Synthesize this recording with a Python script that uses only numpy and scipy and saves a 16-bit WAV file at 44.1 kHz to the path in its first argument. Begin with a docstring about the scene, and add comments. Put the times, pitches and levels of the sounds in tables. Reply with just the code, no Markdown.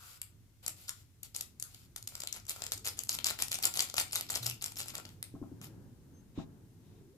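"""A kitchen: hands crinkle, tear and squeeze out a plastic noodle packet over a steel pot.
Creases snap singly or give way in crackling bursts; pot and packet ring hollowly, the walls answer.
Then a hand drops to the table with a few dull knocks that echo briefly off the walls.
Underneath: room air, a low hum, a shifting arm, a brushing sleeve and a few faint tones."""
import sys
import numpy as np
from scipy import signal
from scipy.fft import rfft, irfft, next_fast_len
from scipy.io import wavfile
from scipy.ndimage import uniform_filter1d, map_coordinates

SR = 44100
rng = np.random.default_rng(int(sys.argv[2]) if len(sys.argv) > 2 else 0)


def wav_record(signal):
    """Record a signal, one row per channel, as 16-bit PCM in the file named by sys.argv[1]."""
    frames = np.transpose(np.atleast_2d(signal))
    bounded = np.clip(frames, -1, 1)
    # unit amplitude maps onto the largest positive 16-bit level
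    quanta = np.round(bounded * 32767).astype(np.int16)
    wavfile.write(sys.argv[1], SR, quanta)


N = 316188
TOP_HZ = 14900


def amp(db):
    return 10 ** (np.asarray(db) / 20)


def along(points, hz):
    """Interpolate (freq_hz, value) rows on a log axis."""
    freq_hz, values = np.transpose(points)
    return np.interp(np.log(hz + 1), np.log(freq_hz + 1), values)


def curve(rows):
    """Interpolate (time_s, value) rows per sample."""
    return np.interp(np.arange(N) / SR, *np.transpose(rows))


def wobble(rate_hz):
    """Smooth random curve."""
    knots = rng.standard_normal(int(N * rate_hz / SR) + 4)
    return map_coordinates(knots, [np.arange(N) * rate_hz / SR])


def swells(rows, edge_s):
    """Rise, hold and fall for each (start_s, length_s, level_db) row."""
    t, gain = np.arange(N) / SR, np.zeros(N)
    for start_s, length_s, level_db in rows:
        ramp = np.clip(np.minimum(t - start_s, start_s + length_s - t) / edge_s, 0, 1)
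        gain += amp(level_db) * np.sin(np.pi / 2 * ramp) ** 2
    return gain


def filtered(x, response):
    size = next_fast_len(N + SR // 2)
    return irfft(rfft(x, size) * response(np.fft.rfftfreq(size, 1 / SR)), size)[..., :N]


def minimum_phase(gain):
    cepstrum = irfft(np.log(np.maximum(gain, 1e-6)))
    half = cepstrum.shape[-1] // 2
    cepstrum[..., 1:half] *= 2
    cepstrum[..., half + 1:] = 0
    return np.exp(rfft(cepstrum))


def add(track, start_s, sound):
    start = int(np.clip(round(start_s * SR), 0, N))
    track[..., start:start + sound.shape[-1]] += sound[..., :N - start]


def wavering_tone(rows, pitch_hz, drift, rate_hz, edge_s):
    """A sine that swells, wanders in pitch and level, and fades."""
    phase = 2 * np.pi * np.cumsum(pitch_hz * (1 + drift * wobble(rate_hz))) / SR
    return np.sqrt(2) * swells(rows, edge_s) * amp(1.3 * wobble(rate_hz)) * np.sin(phase)


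# Left-right likeness: freq_hz, correlation
COHERENCE = [(100, 0.8), (300, 0.84), (1000, 0.27), (4000, 0.039)]
def noise(spectrum):
    """Unit-rms stereo noise, alike in the bass, unrelated in the treble."""
    def response(hz):
        angle = np.arccos(np.clip(along(COHERENCE, hz), -1, 1)) / 2
        return amp(along(spectrum, hz)) * [np.cos(angle), np.sin(angle)]
    mid, side = filtered(rng.standard_normal((2, N)), response)
    stereo = np.array([mid + side, mid - side])
    return stereo / np.sqrt(np.mean(stereo ** 2) + 1e-20)


# Room air: freq_hz, density_db
AIR_SPECTRUM = [(12, -48.5), (20, -3.5), (107, -25), (163, -11), (422, -61), (1330, -63.5), (1440, -46),
                (2140, -29.5), (2320, -40.5), (2600, -36.5), (6010, -36), (13900, -54), (16000, -63)]
def room_air():
    """Steady rumble and faint hiss."""
    return amp(-76) * noise(AIR_SPECTRUM)


# Hum colour: freq_hz, density_db
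HUM_SPECTRUM = [(35, -23), (52, -2), (63, -12.5), (75, -5), (92, 1), (104, 1.5), (117, 0.5), (132, -7.5),
                (180, -36.5)]
# Hum envelope: time_s, level_db
HUM_LEVELS = [(0, -62), (2.3, -59.5), (3.3, -58.5), (4.2, -59), (5.6, -60), (6.5, -62), (7.17, -62)]
def room_hum():
    """A low noise band swells and sinks."""
    return amp(curve(HUM_LEVELS) - 0.5 * wobble(3.2)) * noise(HUM_SPECTRUM)


# Arm movement: time_s, relative_db
ARM_LEVELS = [(0.0, -76), (0.36, -74), (2.23, -69), (2.62, -66.5), (5.39, -61.5), (5.45, -58.5),
              (7.17, -63.5)]
# Table rumble: freq_hz, density_db
ARM_SPECTRUM = [(59, -25.5), (100, -2), (140, -2), (341, -9.5), (608, -25.5), (796, -26.5), (935, -27.5),
                (1220, -33.5), (1620, -32.5), (2500, -52), (3250, -78.5), (5500, -120)]
def arm_rumble():
    """An arm shifts on the table, which rumbles unevenly."""
    return amp(curve(ARM_LEVELS) + 2.5 + 2.5 * wobble(7)) * noise(ARM_SPECTRUM)


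# Plastic film colour: freq_hz, density_db
FILM_SPECTRUM = [(100, -15), (300, -11.5), (700, -9), (1050, -9.5), (1380, -7.5), (1650, -10.5),
                 (2300, -3.5), (3300, -2), (5000, -1.5), (6200, -6.5), (7300, 0), (9300, -5), (12500, -1),
                 (14500, -5.5)]
def facet_pops(times_s, level_db, pitch_hz, body_db, ring_s, focus_db, width_oct, spread, size=512):
    """Film facets flip: a jolt and a brief flutter, strongest near each facet's pitch."""
    t, hz = np.arange(size) / SR, np.fft.rfftfreq(size, 1 / SR)
    since_flip_s = t - 20 / SR
    swing = np.exp(-np.abs(since_flip_s) / np.where(since_flip_s < 0, .00016, ring_s))
    swing += .05 * np.exp(-t / .002)
    flutter = rng.standard_normal((len(times_s), 3, size)) * swing  # shared, left, right
    jolt = flutter[:, :1] + 1.86 * (since_flip_s == 0)
    facet_db = focus_db * np.exp(-(np.log2((hz + 1) / pitch_hz[:, None]) / width_oct) ** 2 / 2)
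    bass_db = body_db[:, None] / (1 + (hz / 2600) ** 4)  # large facets push more air
    gain = amp(along(FILM_SPECTRUM, hz) + facet_db + bass_db) / np.sqrt(1 + (hz / TOP_HZ) ** 20)
    waves = irfft(rfft(jolt + spread * flutter[:, 1:]) * minimum_phase(gain)[:, None])
    waves /= np.sqrt(np.sum(waves ** 2, axis=(1, 2), keepdims=True) / (2 * SR / 1000))  # rms over 1 ms
    waves *= amp(level_db)[:, None, None]
    starts = np.round(np.abs(times_s) * SR).astype(int)
    samples = (starts[:, None] + np.arange(size)).ravel()
    return np.array([np.bincount(samples, waves[:, side].ravel(), N)[:N] for side in range(2)])


def squeeze_sag_db(progress):
    """A squeeze is hardest near its middle."""
    return 4.5 * (2 * (progress - 0.49)) ** 2


# Finger squeezes and slides: start_s, length_s, relative_db, body_db
GRIPS = [(0.0, 0.18, -52.5, -16), (0.628, 0.033, -52.5, 15), (0.664, 0.035, -46.5, 4.5),
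         (0.763, 0.11, -55, -4), (0.874, 0.031, -41, -12), (0.945, 0.087, -61, -19),
         (1.231, 0.037, -49, -3), (1.343, 0.085, -45.5, 1), (1.593, 0.27, -60, -4),
         (1.962, 0.024, -47.5, 2), (2.081, 0.13, -56, -5), (2.333, 0.05, -43.5, 9),
         (2.48, 0.041, -34.5, -1.5), (2.53, 0.16, -52, 16.5), (2.718, 0.029, -35.5, -10.5),
         (2.843, 0.051, -32.5, -2), (2.97, 0.053, -46, 4.5), (3.087, 0.063, -34, -3.5),
         (3.245, 0.068, -30, 1), (3.383, 0.05, -35, 2), (3.511, 0.048, -31.5, -3.5),
         (3.622, 0.056, -28, 3.5), (3.74, 0.115, -33, 0.5), (3.964, 0.058, -29.5, 2.5),
         (4.121, 0.082, -32.5, 0.5), (4.289, 0.09, -34.5, 3), (4.425, 0.088, -34.5, 0),
         (4.615, 0.11, -43.5, 6.5), (4.763, 0.072, -37, -1), (4.855, 0.066, -44.5, 7),
         (4.935, 0.066, -46, 19.5), (5.017, 0.13, -62.5, 27), (5.613, 0.06, -47.5, 4)]
def crackle(count=30):
    """Each squeeze flips a swarm of small facets of very uneven size."""
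    start_s, length_s, grip_db, body_db = np.transpose(GRIPS)[:, :, None]
    progress = (np.arange(count) + rng.random((len(start_s), count))) / count
    scatter = rng.standard_normal((len(start_s), 4, count))
    spread_db = np.interp(grip_db, [-53, -44], [3, 7.5])  # harder grip, spikier burst
    sizes = amp(spread_db * np.minimum(scatter[:, 0], 1.5) - squeeze_sag_db(progress))
    sizes *= np.sqrt(np.abs(length_s) * 1000 / np.sum(sizes ** 2, axis=1, keepdims=True))
    sizes *= amp(np.interp(grip_db, [-52, -47], [-5, 0]))  # light touch, weaker pops
    times_s = start_s + length_s * progress
    level_db = grip_db + 20 * np.log10(sizes + 1e-9) - 6
    pitch_hz = 6200 * np.exp(0.32 * scatter[:, 1] + 0.22 * scatter[:, 2, :1])  # per facet, per grip
    facets = np.reshape([times_s, level_db, pitch_hz, body_db + 0.5 + 3 * scatter[:, 3]], (4, -1))
    return facet_pops(*facets, ring_s=.0004, focus_db=11.5, width_oct=0.11, spread=0.77)


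def film_rub():
    """Film rubs on film in each squeeze; light touches slide more."""
    gain = np.zeros(N)
    for start_s, length_s, grip_db, _ in GRIPS:
        slide_db = np.interp(grip_db, [-51, -46], [-3, -19])
        progress = np.linspace(0, 1, round(length_s * SR))
        add(gain, start_s, amp(grip_db + slide_db - squeeze_sag_db(progress)))
    return uniform_filter1d(gain, size=350) * noise(FILM_SPECTRUM)


# Packet slips: start_s, level_db, fade_db_per_s
SLIPS = [(0, -60, 79), (0.883, -48, 500), (1.641, -57, 450), (2.14, -65.5, 50)]
# Packet cavity: freq_hz, density_db
CAVITY_SPECTRUM = [(700, -27), (1000, -8.5), (1280, -1.5), (1420, 0.5), (1600, -10), (2100, -26.5)]
def packet_slips(attack_s=0.0028):
    """Each slip starts quickly and fades, sounding the hollow inside."""
    gain = np.zeros(N)
    for start_s, level_db, fade_db_per_s in SLIPS:
        t = np.maximum(np.arange(N) / SR - start_s, 0)
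        gain += amp(level_db - fade_db_per_s * t) * (1 - np.exp(-t / attack_s))
    return gain * noise(CAVITY_SPECTRUM)


# Pot and packet resonances: pitch_hz, width_hz, gain_db
HOLLOW_MODES = [(584, 88, -10.5), (740, 56, -4), (880, 180, -15.5), (1286, 38, -4.5), (1376, 25, 1.5),
                (4430, 36, -10.5), (4800, 130, -14)]
def hollow_ring(film):
    """The film excites the pot and the half-empty packet."""
    def response(hz):
        return sum(amp(gain_db) * 1j * hz * width_hz / (pitch_hz ** 2 - hz ** 2 + 1j * hz * width_hz)
                   for pitch_hz, width_hz, gain_db in HOLLOW_MODES)
    return filtered(film, response)


# Snapping creases: start_s, level_db, pitch_hz, body_db
CREASES = [(0.2165, -28.5, 8350, -0.5), (0.6639, -27.5, 7900, 0.5), (0.6802, -22.5, 8050, 6),
           (0.893, -26, 6900, 7), (1.2315, -33, 8900, -2), (1.3485, -34, 6000, 2), (1.3631, -26.5, 8400, 3),
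           (1.41, -26.5, 6900, 0), (1.5991, -32.5, 8900, -8.5), (1.6254, -26.5, 9100, -8.5),
           (1.746, -42, 5900, 3), (1.962, -31, 8150, 5.5), (2.0265, -39, 7400, -3),
           (2.0752, -28, 6700, -8.5), (2.153, -30.5, 6300, -2.5), (2.204, -30.5, 8300, 1),
           (2.2197, -34, 4900, 4), (2.236, -31, 6700, 7.5), (2.2734, -27, 4170, 5.5),
           (2.327, -27, 5740, -10), (2.467, -44, 7000, 0), (2.495, -25, 9000, -4), (2.562, -39, 5500, 19),
           (2.621, -29.5, 5300, 11), (2.639, -29.5, 6740, 6), (2.666, -30, 5750, 4), (2.72, -23, 6700, 5.5),
           (2.7793, -35.5, 7200, -7), (2.874, -25, 6700, 3.5), (2.991, -25.5, 7140, -2.5),
           (3.036, -31.5, 8000, -7), (3.093, -18.5, 7400, -1), (3.15, -28.5, 6300, 6),
           (3.188, -29, 3700, 8), (3.244, -20, 5300, -0.5), (3.2682, -20, 5570, 0),
           (3.303, -29.5, 7060, -1.5), (3.4225, -18, 6650, 1), (3.4829, -33.5, 6600, 0),
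           (3.5168, -26, 8800, -7), (3.543, -26, 7600, -12.5), (3.588, -32, 7400, 12.5),
           (3.6541, -14.5, 8250, -10.5), (3.7396, -28.5, 6100, 0), (3.773, -23, 5600, 2),
           (3.793, -19, 4100, -3), (3.8061, -18.5, 6000, -11), (3.8991, -33, 5000, 6),
           (3.941, -29, 6250, 10.5), (3.982, -18, 5740, 10), (3.9991, -21, 8800, -10),
           (4.1315, -27, 7300, -3), (4.1573, -21, 8100, 2.5), (4.21, -25.5, 6600, 1.5),
           (4.304, -24, 7300, -58), (4.356, -21.5, 6440, -8), (4.4652, -21, 8600, 1),
           (4.6247, -27.5, 8000, 0.5), (4.642, -25.5, 7140, -3), (4.661, -29, 8100, -6),
           (4.787, -34, 7200, -8), (4.803, -29.5, 6400, 13.5), (4.883, -33.5, 7600, 3),
           (4.953, -28.5, 6900, 4), (4.9805, -34.5, 6300, -12), (5.0525, -41, 4520, 15),
           (5.2277, -28.5, 8550, 0), (5.615, -44, 7000, 12)]
def crease_snaps():
    """A crease runs in three slips: a main one, with smaller ones just before and after."""
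    start_s, crease_db, centre_hz, body_db = np.transpose(CREASES)[:, :, None]
    scatter = rng.standard_normal((len(start_s), 3, 3)) * [0, 1, 1]
    times_s = start_s + np.array([0, -.0011, .0014]) * np.exp(.5 * scatter[:, 0])
    shares = amp(np.array([0, -11, -10]) + 4.5 * scatter[:, 1])
    shares /= np.linalg.norm(shares, axis=1, keepdims=True)
    level_db = crease_db + 20 * np.log10(shares)
    pitch_hz = centre_hz * np.exp(0.052 * scatter[:, 2])
    facets = np.reshape(np.broadcast_arrays(times_s, level_db, pitch_hz, body_db - 1), (4, -1))
    return facet_pops(*facets, ring_s=.00042, focus_db=9.5, width_oct=0.53, spread=0.79)


def crease_ticks(count=70, span_s=(2.05, 5.1), peak_s=4.1, fall_db_per_s=4):
    """Small creases relax at random, loudest when the packet is wrung hardest."""
    times_s = np.interp(np.arange(count) + rng.random(count), [0, count], span_s)
    scatter = rng.standard_normal((count, 3))
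    level_db = -42.5 - fall_db_per_s * np.abs(times_s - peak_s) + 3 * scatter[:, 0]
    pitch_hz = 5600 * np.exp(0.2 * scatter[:, 1])
    body_db = 3 + 4 * scatter[:, 2]
    return facet_pops(times_s, level_db, pitch_hz, body_db,
                      ring_s=.0004, focus_db=8, width_oct=0.27, spread=0.67)


# Drone spells: start_s, length_s, level_db
DRONE_SWELLS = [(2.62, .44, -67.5), (6.88, 0.31, -66)]
def drone():
    """A faint tone, roughened by fast pitch wander."""
    return wavering_tone(DRONE_SWELLS, pitch_hz=421, drift=0.19, rate_hz=61, edge_s=0.064)


# Press on the pot: start_s, length_s, level_db
POT_PRESS = [(4.39, 0.173, -48)]
def pot_boom():
    """The pot booms briefly as the hand presses on it."""
    return wavering_tone(POT_PRESS, pitch_hz=116.3, drift=.06, rate_hz=53, edge_s=0.026)


# Blows on the table: start_s, relative_db, echo_brightness_db
BLOWS = [(4.741, -63, -9), (5.34, -39.5, 3), (5.4154, -36, 2.5), (5.516, -42, -11), (6.377, -32, 3.5),
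         (6.794, -63, -14.5)]
# Thud and its early room echoes: delay_s, pitch_hz, gain_db, t60_s
THUD_PARTS = [(0, 153, 1, 0.033), (0, 289, 2, 0.059), (0, 333, -24, 0.0083), (.0095, 154, -6.5, 0.047),
              (.011, 225, 10, 0.012), (.011, 1041, -12.5, 0.018), (.019, 660, -19, .07),
              (.02, 785, -21.5, 0.066), (.019, 1290, -21, 0.025)]
def table_knocks():
    """Soft blows thud in the table top and echo off the walls, brighter when harder."""
    track, t = np.zeros(N), np.arange(SR // 5) / SR
    cushion = 1 - np.exp(-t / 0.0014)  # flesh softens the attack
    for start_s, blow_db, echo_brightness_db in BLOWS:
        for delay_s, pitch_hz, gain_db, t60_s in THUD_PARTS:
            level_db = blow_db + gain_db + echo_brightness_db * (pitch_hz > 500) + rng.normal(1.5, 0.81)
            envelope = amp(level_db - 60 * t / t60_s) * cushion
            add(track, start_s + delay_s, envelope * np.sin(2 * np.pi * pitch_hz * t))
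    return np.array([track, track])


# Squeak: start_s, length_s, level_db
SQUEAK_SWELL = [(6.13, 0.091, -75.5)]
def squeak():
    """One faint, thin, high tone."""
    return wavering_tone(SQUEAK_SWELL, pitch_hz=6300, drift=0.0029, rate_hz=110, edge_s=0.018)


# Sleeve strokes: start_s, length_s, level_db
SLEEVE_STROKES = [(6.335, .13, -57), (6.79, 0.25, -76)]
# Cloth friction: freq_hz, density_db
CLOTH_SPECTRUM = [(400, -4), (900, 3), (1400, -9), (2600, -5), (3400, -6), (3800, 0.5), (4300, -10),
                  (7500, -15), (10000, -39)]
def sleeve_brush():
    """A sleeve brushes the table."""
    return swells(SLEEVE_STROKES, edge_s=.06) * noise(CLOTH_SPECTRUM)


# Room decay: freq_hz, t60_s
KITCHEN_DECAY = [(200, 0.25), (1300, 0.27), (4000, 0.28), (8000, 0.23), (14000, 0.22)]
# First reflections: delay_s, gain_db
WALL_ECHOES = [(0.0124, -13), (0.014, -18.5), (.0185, -22.5), (0.0225, -21)]
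def kitchen_reverb(x, tail_db, blocks=24):
    """Near walls, then a diffuse tail, redrawn per block as the hands move."""
    wet, step = np.zeros((2, N)), N // blocks + 1
    for start in range(0, N, step):
        hz, t, spectra = signal.stft(rng.standard_normal((2, SR // 2)), SR, nperseg=256)
        decay = amp(-60 * t / along(KITCHEN_DECAY, hz)[:, None])
        tail = signal.istft(spectra * decay, SR, nperseg=256)[1]
        tail *= np.interp(np.arange(tail.shape[1]) / SR, [.001, .003, .009, .016], [.24, .8, .13, .66])
        tail *= amp(tail_db) / np.linalg.norm(tail[0])
        for delay_s, gain_db in WALL_ECHOES:
            arrivals_s = delay_s + rng.normal(0, .0002, 2)
            tail[[0, 1], (arrivals_s * SR).astype(int)] += amp(gain_db)
        add(wet, start / SR, signal.fftconvolve(x[:, start:start + step], tail, axes=1))
    return wet


# Shading by the phone's body: freq_hz, left_minus_right_db
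MIC_SHADING = [(200, 0), (1200, 3.5), (2400, 3.5), (4500, 2.5), (6500, 9), (9000, 0.5), (12000, 0),
               (15000, 1.5)]
def from_left(x, lag_s):
    """Sound reaches the left microphone first; the phone shades the right one."""
    side = np.array([[.5], [-.5]])
    def response(hz):
        return amp(side * along(MIC_SHADING, hz)) * np.exp(2j * np.pi * hz * side * lag_s)
    return filtered(x, response)


# Film's radiation into the room, lows favoured: freq_hz, gain_db
ROOM_SHARE = [(700, 2.5), (2500, 1.0), (6000, -2.0), (13000, -0.5)]
def scene():
    """Packet and table close by, a little to the left."""
    film = crease_snaps() + crackle() + film_rub() + crease_ticks()
    packet = film + hollow_ring(film) + packet_slips()
    knocks = table_knocks()
    room = filtered(kitchen_reverb(packet, tail_db=-7), lambda hz: amp(along(ROOM_SHARE, hz)))
    tones = pot_boom() + squeak() + drone()
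    hands = from_left(packet + room + tones, lag_s=.0001714)
    table = from_left(knocks + kitchen_reverb(knocks, tail_db=-5), lag_s=.0001)
    background = room_air() + from_left(room_hum() + arm_rumble() + sleeve_brush(), lag_s=.00008)
    return hands + table + background


def record(dry):
    """Steep low-pass at the phone's band limit."""
    return filtered(dry, lambda hz: 1 / np.sqrt(1 + (hz / TOP_HZ) ** 80))


dry = scene()
out = record(dry)
wav_record(out)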